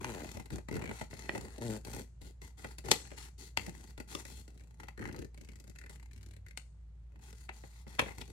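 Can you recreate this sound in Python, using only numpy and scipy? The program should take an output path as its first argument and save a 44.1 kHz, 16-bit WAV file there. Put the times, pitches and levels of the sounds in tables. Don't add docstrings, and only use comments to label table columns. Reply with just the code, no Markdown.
import sys
import numpy as np
from scipy import signal
from scipy.fft import rfft, irfft
from scipy.io import wavfile
from scipy.ndimage import uniform_filter1d

SR = 44100
rng = np.random.default_rng(int(sys.argv[2]) if len(sys.argv) > 2 else 0)


def store_wav(level_fs):
    pcm = np.round(np.clip(np.atleast_2d(level_fs), -1, 1) * 32767)
    wavfile.write(sys.argv[1], SR, pcm.T.astype(np.int16))


N = 366907
TIME = np.arange(N) / SR

# (frequency [Hz], relative level per Hz [dB])
AIR_SPECTRUM = [(35, -43), (55, -11), (90, -13), (150, -15.5), (250, -35), (760, -43), (9000, -62.5),
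                (15000, -92)]
# (frequency [Hz], rms level [dB])
HUM_TONES = [(58.6, -53), (118, -72.5)]
LOW_DRONE = 6.1, .44, 95.5, -56.5
# (frequency [Hz], time to fall by 60 dB [s])
ROOM_RING = [(150, 0.26), (600, 0.13), (2500, 0.11), (7000, 0.83), (14000, 0.16)]
# (frequency [Hz], relative level [dB])
CARD_SPECTRUM = [(70, 5), (420, -1), (750, -10), (1200, -18), (1800, -14), (5300, -27), (7800, -24.5),
                 (9000, -28), (13000, -27), (15800, -30)]
# (frequency [Hz], width [Hz], peak [dB])
PANEL_MODES = [(224.4, 12, 5), (875, 160, 10), (1420, 200, 6), (2018, 240, 10.5), (2597, 220, 6.5),
               (4200, 650, 3.5)]
# (frequency [Hz], left minus right [dB])
LEFT_LEAN = [(150, 2.5), (1800, 4), (7600, 8.5), (11000, 0.5)]
# (time [s], crisp edge [dB], panel ring [dB], thud [dB],
# rise [s], basic decay [s], left minus right [dB], stiffness [factor on the card's resonances])
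SNAPS = [(0.0448, -44.5, -38, -60, 0.00029, 0.0012, 0.5, 1),
         (1.293, -67, -34.5, -37, 0.00006, 0.0021, -4.5, 0.944),
         (2.9124, -19.5, -26, -30.5, 0.0028, 0.003, 0.5, 0.99),
         (3.572, -35, -31.5, -38, 0.0013, 0.0019, 2.5, 1.036),
         (4.15, -41, -41.5, -41, 0.00062, 0.0023, 1, 1.37),
         (6.574, -43.5, -48, -58, 0.0002, 0.0035, 3, 1.05),
         (7.489, -59, -41.5, -51.5, 0.0032, 0.0042, 1, 0.994),
         (7.99, -31.5, -23, -31, 0.0038, 0.005, -2.5, 1.28),
         (8.21, -46, -62, -72, 0.0053, 0.0027, -1, 1.34)]
# (time [s], crisp edge [dB], panel ring [dB], thud [dB])
TICKS = [(0.243, -54.5, -54, -45.5), (0.368, -67, -59, -42.5), (0.396, -68, -50.5, -46),
         (0.457, -57, -57, -54.5), (0.503, -55, -50, -48), (0.582, -58, -51, -43),
         (0.685, -54, -46.5, -41.5), (0.911, -63, -44.5, -40.5), (1.011, -52.5, -42, -36.5),
         (1.129, -77, -52.5, -43), (1.349, -53, -44.5, -37), (1.58, -56, -63, -43.5),
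         (1.848, -49, -55.5, -49.5), (2.215, -59, -67, -60), (2.416, -57, -56, -52.5),
         (2.644, -55.5, -42.5, -43), (2.783, -48.5, -52.5, -52), (3.115, -63, -53.5, -45.5),
         (3.678, -66, -63, -41), (3.977, -56, -54, -47), (4.0, -51.5, -47.5, -43.5),
         (4.251, -51, -52, -54.5), (4.478, -61, -64, -57), (4.799, -60, -51, -58),
         (4.832, -61.5, -51.5, -51), (4.883, -56.5, -46, -55), (5.895, -55.5, -56.5, -53.5),
         (7.327, -59.5, -61, -58), (7.636, -85, -54.5, -48.5), (7.866, -74, -59.5, -49),
         (8.019, -68, -53, -35.5), (8.06, -65, -47, -44), (8.083, -66, -46, -49)]
# (start [s], length [s], slip rate [1/s],
# typical crisp edge [dB], typical panel ring [dB], typical thud [dB], stiffness [factor])
CREEPS = [(0.713, .065, 76.5, -54.5, -48.5, -38.5, 1.03), (0.822, .075, 58, -56.5, -49, -42, 1.13),
          (4.576, .07, 54, -69, -67, -66.5, 1.08), (4.976, .125, 61.3, -60.5, -54, -46, 0.9),
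          (5.127, .12, 33.6, -57.5, -60, -45, 0.9), (5.381, .14, 29.6, -61.5, -64, -56.5, 1.1),
          (5.565, .17, 28.4, -62, -64, -55, 1.02), (5.756, .13, 37, -62, -55, -61, 1.013),
          (5.964, .11, 30, -65, -63.5, -70, 1.04), (6.108, .26, 39.7, -65, -65, -61, 1.13),
          (6.461, .065, 42, -62.5, -61, -64, 1.02)]
# (start [s], end [s], first slip rate [1/s],
# last slip rate [1/s], share of the friction [0-1])
JUDDERS = [(0.045, 0.25, 135, 68, 0.7), (1.61, 1.785, 120, 104, 0.82), (1.88, 2.03, 54, 73, 0.55)]
# (start [s], length [s],
# sliding hiss [dB], panel rasp [dB], flexing rumble [dB])
STROKES = [(0.0, 0.24, -54, -50, -41.5), (0.248, 0.16, -56.5, -57.5, -51), (0.513, 0.048, -54, -53, -39),
           (0.71, 0.19, -63.5, -53, -45), (0.899, 0.134, -56.5, -56, -64), (1.097, 0.47, -58.5, -57.5, -55),
           (1.322, 0.14, -57.5, -55.5, -42.5), (1.602, 0.16, -51.5, -53, -42), (1.858, 0.16, -53, -55, -45),
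           (2.209, 0.074, -59, -63.5, -54.5), (2.416, 0.07, -61.5, -64.5, -60.5),
           (2.569, 0.15, -60.5, -61, -59.5), (2.838, 0.1, -53, -52, -45.5), (2.95, 0.2, -65.5, -60, -58.5),
           (3.162, 0.099, -53.5, -55.5, -56.5), (3.377, 0.096, -55, -64.5, -62),
           (3.592, 0.1, -54.5, -55.5, -46.5), (3.72, 0.19, -62, -64.5, -58),
           (4.073, 0.13, -53.5, -58, -56.5), (4.254, 0.16, -57, -66.5, -61),
           (4.476, .28, -74.5, -76.5, -68), (4.78, 0.076, -66, -63.5, -58),
           (4.991, 0.23, -68, -55.5, -49.5), (5.893, 0.046, -61.5, -64, -67),
           (5.319, 1.03, -75, -70.5, -64), (7.113, 0.11, -79, -71, -64), (7.205, 0.1, -62.5, -64, -62),
           (7.343, 0.11, -65, -70, -70.5), (7.517, 0.3, -65, -70, -73.5), (7.868, 0.29, -62.5, -63, -61.5),
           (8.001, 0.12, -58.5, -52.5, -51.5), (8.169, 0.042, -55.5, -54.5, -48.5),
           (8.237, 0.12, -64.5, -69, -58.5)]

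AIR_DB = -77.5
THUD_HZ = 80, 760
ONSET_S = .005
ATTACK_S, SAG_DB_PER_S, RELEASE_S = 0.012, 9, 0.02
RESTING_DB = -92
SLIP_SPREAD_DB = 2.5
SLIP_JITTER = .12
RIGHT_LAG_S = .00023
STEREO_WIDTH = .74
EDGE_HZ = 15900


def amp(db):
    return 10 ** (np.asarray(db) / 20)


def evened(x):
    return x / np.sqrt(np.mean(x ** 2) + 1e-20)


def read(points, hz):
    f, value = np.transpose(points)
    return np.interp(np.log(hz + 1), np.log(f), value)


def add(mix, s, sound):
    part = mix[:, max(round(s * SR), 0):][:, :sound.shape[1]]
    part += sound[:, :part.shape[1]]


def drift(hz):
    f = np.fft.rfftfreq(N, 1 / SR)
    noise = rfft(rng.standard_normal(N))
    return evened(irfft(noise / (1 + (f / hz) ** 4), N))


def through(x, taps):
    return signal.oaconvolve(x, taps, axes=1)[:, :x.shape[1]]


def narrowed(x, width):
    middle = x.mean(0)
    return evened(middle + width * (x - middle))


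def room_air():
    hz = np.fft.rfftfreq(N, 1 / SR)
    left, other = rfft(rng.standard_normal((2, N)))
    same = 1 / (1 + (hz / 350) ** 2)
    right = same * left + np.sqrt(1 - same ** 2) * other
    air = np.array([left, right]) * amp(read(AIR_SPECTRUM, hz))
    heard = irfft(air.mean(0) * (hz > 200), N).std()
    return amp(AIR_DB) * irfft(air, N) / heard


def mains_hum(waver_db=-0.5, wander_hz=0.91, rumble_db=-65):
    hz = np.fft.rfftfreq(N, 1 / SR)
    wander = wander_hz * drift(2.2) / HUM_TONES[0][0]
    hum = np.zeros(N)
    for f, db in HUM_TONES:
        turns = np.cumsum(f * (1 + wander)) / SR
        hum += amp(db) * evened(np.sin(2 * np.pi * turns))
    low = rfft(rng.standard_normal(N))
    rumble = evened(irfft(low / (1 + ((hz - 62) / 18) ** 2) ** 2, N))
    return hum * amp(waver_db * drift(10)) + amp(rumble_db) * rumble


def drone():
    out = np.zeros((2, N))
    start, length, hz, db = LOW_DRONE
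    t = np.arange(0, length, 1 / SR)
    tone = np.sin(2 * np.pi * hz * t) * signal.windows.tukey(len(t))
    add(out, start, amp(db) * evened(tone)[None])
    return out


def room(x, early_db, tail_db, early_s):
    t = np.arange(int(.6 * SR)) / SR
    echoes = rng.standard_normal((2, len(t))) * (rng.random((2, len(t))) < .12) * (t > .005)
    hz, when, z = signal.stft(echoes, SR, nperseg=256)
    fading = amp(-60 * when / read(ROOM_RING, hz)[:, None])
    tail = signal.istft(z * fading, SR, nperseg=256)[1][:, :len(t)]
    early = rng.standard_normal(echoes.shape) * (rng.random(echoes.shape) < .03)
    early = early * (t > .004) * np.exp(-t / early_s)
    taps = amp(early_db) * evened(early) + amp(tail_db) * evened(tail)
    return through(x, taps / np.sqrt(len(t)))


def card_voice(low_hz, high_hz, stiffness=1, size=2048):
    hz = np.fft.rfftfreq(size, 1 / SR) + 1
    db = read(CARD_SPECTRUM, hz / stiffness)
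    for f, width, peak in PANEL_MODES:
        db = db + peak / (1 + (2 * (hz / stiffness - f) / width) ** 2)
    db = db - 10 * np.log10((1 + (low_hz / hz) ** 8) * (1 + (hz / high_hz) ** 8))
    db = np.maximum(db, db.max() - 80)
    db = db + np.array([[.5], [-.5]]) * read(LEFT_LEAN, hz)
    log_gain = np.log(amp(np.hstack([db, db[:, -2:0:-1]])))
    taps = np.fft.ifft(np.exp(np.conj(signal.hilbert(log_gain)))).real
    return taps / np.sqrt(np.sum(taps ** 2) / 2)


def reshaping(x, depth_db=2.0):
    z = signal.stft(x, SR, nperseg=512)[2]
    field = rng.standard_normal(z.shape[1:])
    for _ in range(2):
        field = uniform_filter1d(field, size=20, axis=1)
    field = evened(uniform_filter1d(field, size=3, axis=0))
    return signal.istft(z * amp(depth_db * field), SR, nperseg=512)[1][:, :N]


def burst(rise_s, decay_s, voice, soft_db=-21, size=2800):
    t = np.arange(size) / SR - ONSET_S
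    cascade = np.clip(t / rise_s, 0, 1) ** 2 * np.exp(-np.maximum(t - rise_s, 0) / decay_s)
    shape = cascade + amp(soft_db) * np.exp(-abs(t) / decay_s)
    fibres = narrowed(rng.choice([-1, 1], (2, size)), STEREO_WIDTH)
    return evened(through(fibres * shape, voice)) * np.sqrt(.01 * SR / size)


def ticking(rows, crisp, ring, thud, decay_s):
    out = np.zeros((2, N))
    rise_s = .001
    for s, crisp_db, ring_db, thud_db in rows:
        edge = amp(crisp_db) * burst(rise_s, decay_s, crisp)
        panel = amp(ring_db) * burst(rise_s, decay_s, ring)
        push = amp(thud_db) * burst(2 * rise_s, 2 * decay_s, thud)
        add(out, s - ONSET_S, edge + panel + push)
    return out


def creeping(crisp, thud, count=12):
    out = np.zeros((2, N))
    for start, length, per_s, *levels_db, stiffness in CREEPS:
        rows = []
        for k, (late, *colour) in enumerate(rng.standard_normal((count, 4))):
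            if k < length * per_s:
                s = start + (k + SLIP_JITTER * late) / per_s
                rows.append((s, *(levels_db + SLIP_SPREAD_DB * np.array(colour))))
        ring = card_voice(1400 * stiffness, 2400 * stiffness, stiffness)
        out += ticking(rows, crisp, ring, thud, decay_s=0.0048)
    return out


def snapping(flap_s=0.021, flap_db=-4):
    out = np.zeros((2, N))
    for s, crisp_db, ring_db, thud_db, rise_s, decay_s, pan_db, stiffness in SNAPS:
        crisp = card_voice(3300, 9800, stiffness)
        ring = card_voice(950, 3500, stiffness)
        thud = card_voice(*THUD_HZ, stiffness)
        edge = amp(crisp_db) * burst(rise_s, decay_s * 1.1, crisp)
        panel = amp(ring_db) * burst(rise_s, decay_s, ring)
        push = amp(thud_db) * burst(rise_s, decay_s, thud)
        flap = amp(thud_db + flap_db) * burst(0.0049, flap_s, thud).mean(0)
        pan = amp([[pan_db / 2], [-pan_db / 2]])
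        add(out, s - ONSET_S, (edge + panel + push + flap) * pan)
    return out


def stroke_levels():
    power = np.full((3, N), amp(RESTING_DB) ** 2)
    for start, length, *levels_db in STROKES:
        t = np.arange(0, length + 8 * RELEASE_S, 1 / SR)
        hold = np.minimum(t / ATTACK_S, 1) * amp(-SAG_DB_PER_S * t)
        force = hold * np.exp(-np.maximum(t - length, 0) / RELEASE_S)
        add(power, start, (amp(levels_db)[:, None] * force) ** 2)
    return 10 * np.log10(power)


def grains(per_s, spread_db, scatter_s, count=10, size=256):
    sizes = amp(spread_db * np.minimum(rng.exponential(1, N), 4))
    slips = (rng.random(N) < per_s / SR) * sizes * rng.choice([-1, 1], N)
    spot = rng.integers(0, count, N)
    paths = rng.standard_normal((count, 2, size)) * np.exp(-np.arange(size) / SR / scatter_s)
    out = np.zeros((2, N))
    for k in range(count):
        here = (slips * (spot == k))[None]
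        out += signal.oaconvolve(here, paths[k], axes=1)[:, :N]
    return narrowed(out, STEREO_WIDTH)


def crinkles(per_s=32, spread_db=2.5, decay_s=.0045):
    steps = np.floor(np.cumsum(per_s * amp(2 * drift(per_s))) / SR)
    kicks = (np.diff(steps, prepend=0) > 0) * amp(spread_db * drift(per_s))
    return evened(signal.lfilter([1], [1, -np.exp(-1 / (decay_s * SR))], kicks))


def judder(jitter, unevenness_db):
    rate, share = np.full(N, 100.), np.zeros(N)
    for start, end, first, last, part in JUDDERS:
        glide = np.exp(np.interp(TIME, [start, end], np.log([first, last])))
        rate = np.where(TIME > start - .02, glide, rate)
        fade = np.clip(np.minimum(TIME - start, end - TIME) / 0.014 + .5, 0, 1)
        share += np.clip(part, 0, .98) * fade
    phase = np.cumsum(rate * (1 + jitter * drift(60))) / SR % 1
    pulses = (np.diff(phase, prepend=0) < 0) * amp(unevenness_db * drift(28))
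    return evened(pulses), np.clip(share, 0, 1), phase


def dispersed(x, delay_s=.005):
    hz = np.fft.rfftfreq(N, 1 / SR)
    lowest_hz = PANEL_MODES[0][0]
    turn = np.exp(-4j * np.pi * delay_s * np.sqrt(lowest_hz * hz))
    return irfft(rfft(x) * turn, N)


def rubbing(crisp, ring, thud, groan):
    hiss_db, rasp_db, flex_db = stroke_levels()
    pulses, share, phase = judder(jitter=.035, unevenness_db=2.2)
    catch = drift(55)
    bending = np.clip((flex_db - hiss_db) / 8, 0, 1) * np.interp(hiss_db, [-68, -56], [.9, .55])
    free = 1 - bending + bending * crinkles() ** 2
    slip_shape = evened(np.exp(-phase / .5))
    gate = np.sqrt((1 - share) * free + share * slip_shape ** 2)
    fine = grains(per_s=7200, spread_db=4.0, scatter_s=0.0012)
    coarse = grains(per_s=1500, spread_db=2, scatter_s=0.0014)
    hiss = evened(through(fine * gate * amp(2.0 * catch), crisp))
    rasp = evened(through(coarse * gate * amp(2.9 * catch), ring))
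    loose = evened(through(dispersed(coarse * amp(3.6 * catch)), thud))
    groaning = evened(through(dispersed(np.array([pulses, pulses])), groan))
    flex = np.sqrt(1 - share) * loose + np.sqrt(share) * groaning
    return hiss * amp(hiss_db) + rasp * amp(rasp_db) + flex * amp(flex_db)


def scene():
    crisp, ring, thud = card_voice(3900, 11000), card_voice(820, 3300), card_voice(*THUD_HZ)
    soft_flex = card_voice(66, 500)
    groan = card_voice(89, 610)
    card = rubbing(crisp, ring, soft_flex, groan) + snapping()
    card += ticking(TICKS, crisp, ring, thud, decay_s=0.0053) + creeping(crisp, soft_flex)
    left, right = reshaping(card)
    card = np.array([left, np.roll(right, round(RIGHT_LAG_S * SR))])
    echo = room(card, early_db=-11.0, tail_db=-23.0, early_s=0.031)
    return card + echo + drone() + room_air() + mains_hum()


def record(dry):
    taps = signal.firwin(401, EDGE_HZ, window=("kaiser", 9), fs=SR)
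    return signal.oaconvolve(dry, taps[None], "same")


dry = scene()
out = record(dry)
store_wav(out)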